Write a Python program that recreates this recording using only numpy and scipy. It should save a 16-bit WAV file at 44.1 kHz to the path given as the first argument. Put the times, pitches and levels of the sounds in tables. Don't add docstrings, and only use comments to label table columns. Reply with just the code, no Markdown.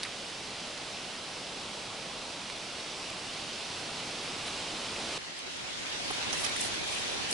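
import sys
import numpy as np
from scipy import signal
from scipy.io import wavfile
from scipy.ndimage import uniform_filter1d

SR = 44100
rng = np.random.default_rng(int(sys.argv[2]) if len(sys.argv) > 2 else 0)


def nominal_scale(level):
    x = np.asarray(level, float) / 20
    return 10 ** x


def file_out(sig):
    cols = np.atleast_2d(sig).T
    lim = np.clip(cols, -1, 1)
    pcm = np.round(lim * 32767).astype(np.int16)
    wavfile.write(sys.argv[1], SR, pcm)


N = 323241
CUT_S = 5.1806

NEAR_WIND = [(12, -43), (20, -10), (75, -9), (134, -3.5), (194, -1.5), (295, -2), (706, -1.5), (1480, -6),
             (1690, -7.5), (2790, -2.5), (4980, -5), (5990, -8.5), (6660, -12), (8670, -14.5),
             (11000, -20.5), (14300, -57), (22000, -120)]
# freq_hz, level_db_per_hz
WIDE_WIND = [(12, -42), (20, -12), (97, -3.5), (303, -0.5), (488, -2), (557, 0), (619, -1), (1020, -3),
             (1110, -4.5), (3350, 0), (5690, -5.5), (10200, -17), (11000, -19), (14300, -52), (22000, -120)]
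NEAR_LIKENESS = [(60, 1), (110, 0.97), (190, 0.97), (350, 0.96), (620, 0.91), (1120, 0.82), (2010, 0.7),
                 (3610, 0.79), (6480, 0.64), (11600, 0.68)]
NEAR_LEAN = [(60, -0.5), (110, 0), (190, -0.5), (350, -1.0), (620, -0.5), (1120, -1.8), (2010, -1.8),
             (3610, -2.6), (6480, -0.9), (11600, 0.5)]
# freq_hz, left_minus_right_db
WIDE_LEAN = [(60, -0.5), (110, -0.5), (190, -0.5), (350, -0.64), (620, -1.0), (1120, -1.8), (2010, -0.69),
             (3610, -1.0), (6480, 0.062), (11600, -0.37)]
# start_s, peak_db, ring_hz, left_minus_right_db
STICK_TICKS = [(0.025, -33, 2580, -2.5), (0.0319, -14.5, 4660, -4), (0.0516, -32, 2440, -2.5),
               (0.505, -28, 4390, -1.5), (0.6714, -29, 4150, -2.5), (0.775, -28, 4100, -1.5),
               (2.417, -29, 2510, -2.5), (2.4988, -24, 2240, -3.0), (3.1004, -30, 2990, -9),
               (3.1594, -35, 3250, -5), (3.4454, -29, 2830, -2.5), (4.2901, -27, 5100, -2.5),
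               (4.481, -22, 3450, -4), (4.9625, -26, 2600, -2.5)]
# middle_s, level_db, centre_hz, half_length_s
BARK_SCRAPES = [
    (0.0375, -34, 3540, 0.0037),
    (0.051, -38, 2250, .0015),
    (.058, -42, 2250, .01),
    (0.672, -50, 3300, 0.014),
    (.778, -44, 6500, 0.0041),
    (2.5, -42, 1500, 0.0023),
    (2.5, -40, 4100, 0.0011),
    (3.103, -44, 10300, .003),
    (4.482, -43, 5500, 0.001),
    (4.475, -41, 3900, .015),
]
# middle_s, level_db, centre_hz, half_length_s
TWIG_SNAPS = [(5.389, -47, 10000, 0.0031), (5.57, -51, 8000, .003), (5.905, -43, 2950, 0.0038),
              (6.081, -38, 4800, .001), (6.112, -41.5, 9500, .005), (6.324, -45, 9000, .003),
              (6.3305, -32, 5730, 0.0029), (6.3357, -35, 5900, .0035), (6.348, -39, 5000, .004),
              (6.44, -36.5, 3800, .005), (6.449, -31.5, 5600, .006), (6.4505, -36.5, 2100, 0.0035),
              (6.465, -33, 3900, .005), (6.496, -40.5, 4500, 0.0027), (6.566, -39, 8500, 0.0037),
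              (6.564, -36, 2900, 0.0027), (6.597, -48, 7600, .005), (6.612, -31.5, 8550, .006),
              (6.652, -38, 3260, 0.0057), (6.743, -42.5, 3300, .012), (6.925, -45, 8500, .015),
              (6.952, -44, 9500, 0.0055), (6.997, -46, 8500, 0.0043), (7.306, -42, 6000, .0025),
              (7.3125, -32.5, 8000, 0.0043), (7.329, -30, 4500, .003)]
# start_s, peak_db, ring_hz
WOOD_KNOCKS = [
    (5.478, -38, 393),
    (5.678, -39, 660),
    (6.104, -30.5, 1080),
    (6.1063, -26, 400),
    (6.109, -27, 744),
    (6.181, -32, 328),
    (6.33, -32, 790),
    (6.34, -32, 610),
    (6.732, -38, 815),
]
# full_weight_s, level_db, press_s
LITTER_STEPS = [
    (5.92, -61, .12),
    (6.15, -49, 0.081),
    (6.42, -40, 0.077),
    (6.64, -38, 0.058),
    (6.94, -47, 0.094),
    (7.1, -48.5, .1),
    (7.33, -39, .035),
]


def evened(x):
    return x / np.sqrt(np.mean(x ** 2) + 1e-20)


def read(points, hz):
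    f, value = np.transpose(points)
    return np.interp(np.log(hz + 1), np.log(f + 1), value)


def add(mix, start_s, sound, pan_db):
    part = mix[:, round(start_s * SR):][:, :sound.shape[-1]]
    part += (sound * nominal_scale([[pan_db / 2], [-pan_db / 2]]))[:, :part.shape[1]]


def ring(hz, t60, size=2048):
    t = np.arange(size) / SR
    swell = np.minimum(hz * t, 1) ** 2
    return nominal_scale(-60 * t / max(t60, 1e-4)) * np.sin(2 * np.pi * hz * t) * swell


def leaves(level_rows, roar_rows, colour, likeness, lean, patchy_db, flicker_db):
    frames, hz = N // 256 + 5, np.fft.rfftfreq(1024, 1 / SR)
    t = np.arange(frames) * 256 / SR
    a, b, c, d, patches = rng.standard_normal((frames, 513, 5)).T
    patches = uniform_filter1d(patches, size=8, axis=0)
    patches = evened(uniform_filter1d(patches, size=10, axis=1))
    flicker = evened(uniform_filter1d(rng.standard_normal(frames), size=2))

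    left = a + 1j * b
    right = likeness * left + np.sqrt(1 - likeness ** 2) * (c + 1j * d)
    z = np.array([left, right])
    low = 1 / (1 + (hz[:, None] / 1350) ** 4)
    level_db = read(colour, hz)[:, None] + low * np.interp(t, *np.transpose(roar_rows))
    z *= nominal_scale(level_db + patchy_db * patches + flicker_db * flicker * (0.5 - low))
    z *= nominal_scale(np.array([.5, -.5])[:, None, None] * read(lean, hz)[:, None])
    x = signal.istft(z, nperseg=1024, noverlap=768)[1][:, :N]

    bandpass = signal.butter(4, [1500, 6500], "band", fs=SR, output="sos")
    band = signal.sosfilt(bandpass, x.mean(0))
    return x / band.std() * nominal_scale(np.interp(np.arange(N) / SR, *np.transpose(level_rows)))


def rush():
    t = np.linspace(0, N / SR, 200)
    opens_s, gust_s = 2.35, 4.9
    gust = np.clip((t - gust_s) / (CUT_S - gust_s), 0, 1)
    near_db = -42.5 + 1.34 * np.maximum(t - opens_s, 0) + 1 * gust ** 2

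    open_s = 6.37
    wide_db = -46.5 + 7.5 * (np.minimum(t, open_s) - CUT_S)
    wide_db += -1.06 * np.clip(2 * (t - open_s), 0, 1)

    s = np.arange(40) * 0.3
    surge_s, surge_width_s = 4.45, 0.35
    surge = np.exp(-((s - surge_s) / surge_width_s) ** 2)
    roar = np.transpose([s, 0.5 * rng.standard_normal(40) + 1.2 * surge])

    likeness = np.clip(read(NEAR_LIKENESS, np.fft.rfftfreq(1024, 1 / SR)), -1, 1)[:, None]
    near = leaves(np.transpose([t, near_db]), roar, NEAR_WIND, likeness, NEAR_LEAN,
                  patchy_db=0.56, flicker_db=0.5)
    wide = leaves(np.transpose([t, wide_db]), roar, WIDE_WIND, 0, WIDE_LEAN,
                  patchy_db=1.5, flicker_db=1.3)
    since_s = np.arange(N) / SR - CUT_S
    return np.where(since_s < 0, near, wide * np.clip(.2 + since_s / 0.0043, 0, 1))


def ticks():
    bark_cycles = 14.8
    out = np.zeros((2, N))
    chance = rng.standard_normal((len(STICK_TICKS), 2, 2048))
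    for (s, db, hz, pan_db), grit in zip(STICK_TICKS, chance):
        t60 = bark_cycles / hz
        tap = ring(hz, t60)
        tap += 0.5 * ring(hz * 0.46, t60 * 1.46)
        tap += 0.28 * ring(min(hz * 2.2, 10500), t60 * 0.49)
        scatter = grit * nominal_scale(-33 - 60 * np.arange(2048) / SR / 0.055)
        scattered = signal.fftconvolve(scatter, tap[None], axes=1)[:, :2048]
        add(out, s + .0006, nominal_scale(db + 1.5) * (tap + scattered), pan_db)
    return out


def crackles(events, ears, spread_db):
    out, t = np.zeros((2, N)), np.arange(4096) / SR
    chance = rng.random((len(events), 3, ears, 4096))
    for (s, db, hz, pan_db, half_s), (when, size, side) in zip(events, chance):
        half_s = np.clip(half_s, .001, .015)
        struck = when < 6000 / SR
        cracks = struck * np.sign(side - .5) * nominal_scale(-abs(spread_db) * np.log(size + 0.043))
        fibre = ring(hz, 0.0019, size=256)
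        fibre += hz / 7500 * ring(9240, 0.0011, size=256)
        fibre += 0.9 * ring(2150, 0.0019, size=256)
        clump = evened(signal.fftconvolve(cracks, fibre[None], axes=1)[:, :4096])
        swell = np.exp(-(t / half_s - 2) ** 2)
        add(out, s - 2 * half_s, nominal_scale(db) * clump * swell * np.ones((2, 1)), pan_db)
    return out


def scrapes():
    rows = [(s, db, hz, -2.2, half_s) for s, db, hz, half_s in BARK_SCRAPES]
    return crackles(rows, ears=1, spread_db=-2.0)


def walker_pan(s):
    pass_s, width_s = 6.33, 0.3
    return -7.5 * np.exp(-((s - pass_s) / width_s) ** 2)


def snaps():
    rows = [(s, db, hz, walker_pan(s), half_s) for s, db, hz, half_s in TWIG_SNAPS]
    return nominal_scale(2.5) * crackles(rows, ears=2, spread_db=-2.5)


def knocks():
    out, t60 = np.zeros((2, N)), 0.024
    for s, db, hz in WOOD_KNOCKS:
        blow = ring(hz, t60) + 0.64 * ring(hz * 1.65, t60 * 0.86)
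        pair = np.array([np.roll(blow, 9), blow])
        add(out, s - .001, nominal_scale(db + 2) * pair, walker_pan(s))
    return out


def litter(per_s=3000, spread_db=-5.5):
    out = np.zeros((2, N))
    for hz in (4230, 6000, 7560, 9000, 10300):
        size = nominal_scale(abs(spread_db) * np.minimum(rng.exponential(1, (2, N)), 4))
        grains = size * (rng.random((2, N)) < per_s / SR) * rng.choice([-1, 1], (2, N))
        out += signal.oaconvolve(grains, ring(hz, 0.0022, size=128)[None], axes=1)[:, :N]
    t, weight = np.arange(N) / SR, np.zeros(N)
    for s, db, press_s in LITTER_STEPS:
        width_s = np.where(t < s, press_s, 0.89 * press_s)
        weight += nominal_scale(db) * np.exp(-((t - s) / width_s) ** 2)
    return evened(out) * weight


def scene():
    return rush() + ticks() + scrapes() + snaps() + knocks() + litter()


def roll_off(x):
    return signal.sosfilt(signal.butter(12, 12240, fs=SR, output="sos"), x)


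def record(dry):
    edge = signal.firwin(1023, 11037, window=("kaiser", 8), fs=SR)[None]
    limited = []
    for take in np.split(dry, [round(CUT_S * SR)], axis=1):
        padded = np.pad(take, ((0, 0), (511, 511)), "reflect", reflect_type="odd")
        limited.append(signal.oaconvolve(padded, edge, "valid", axes=1))
    return roll_off(np.hstack(limited))


dry = scene()
out = record(dry)
file_out(out)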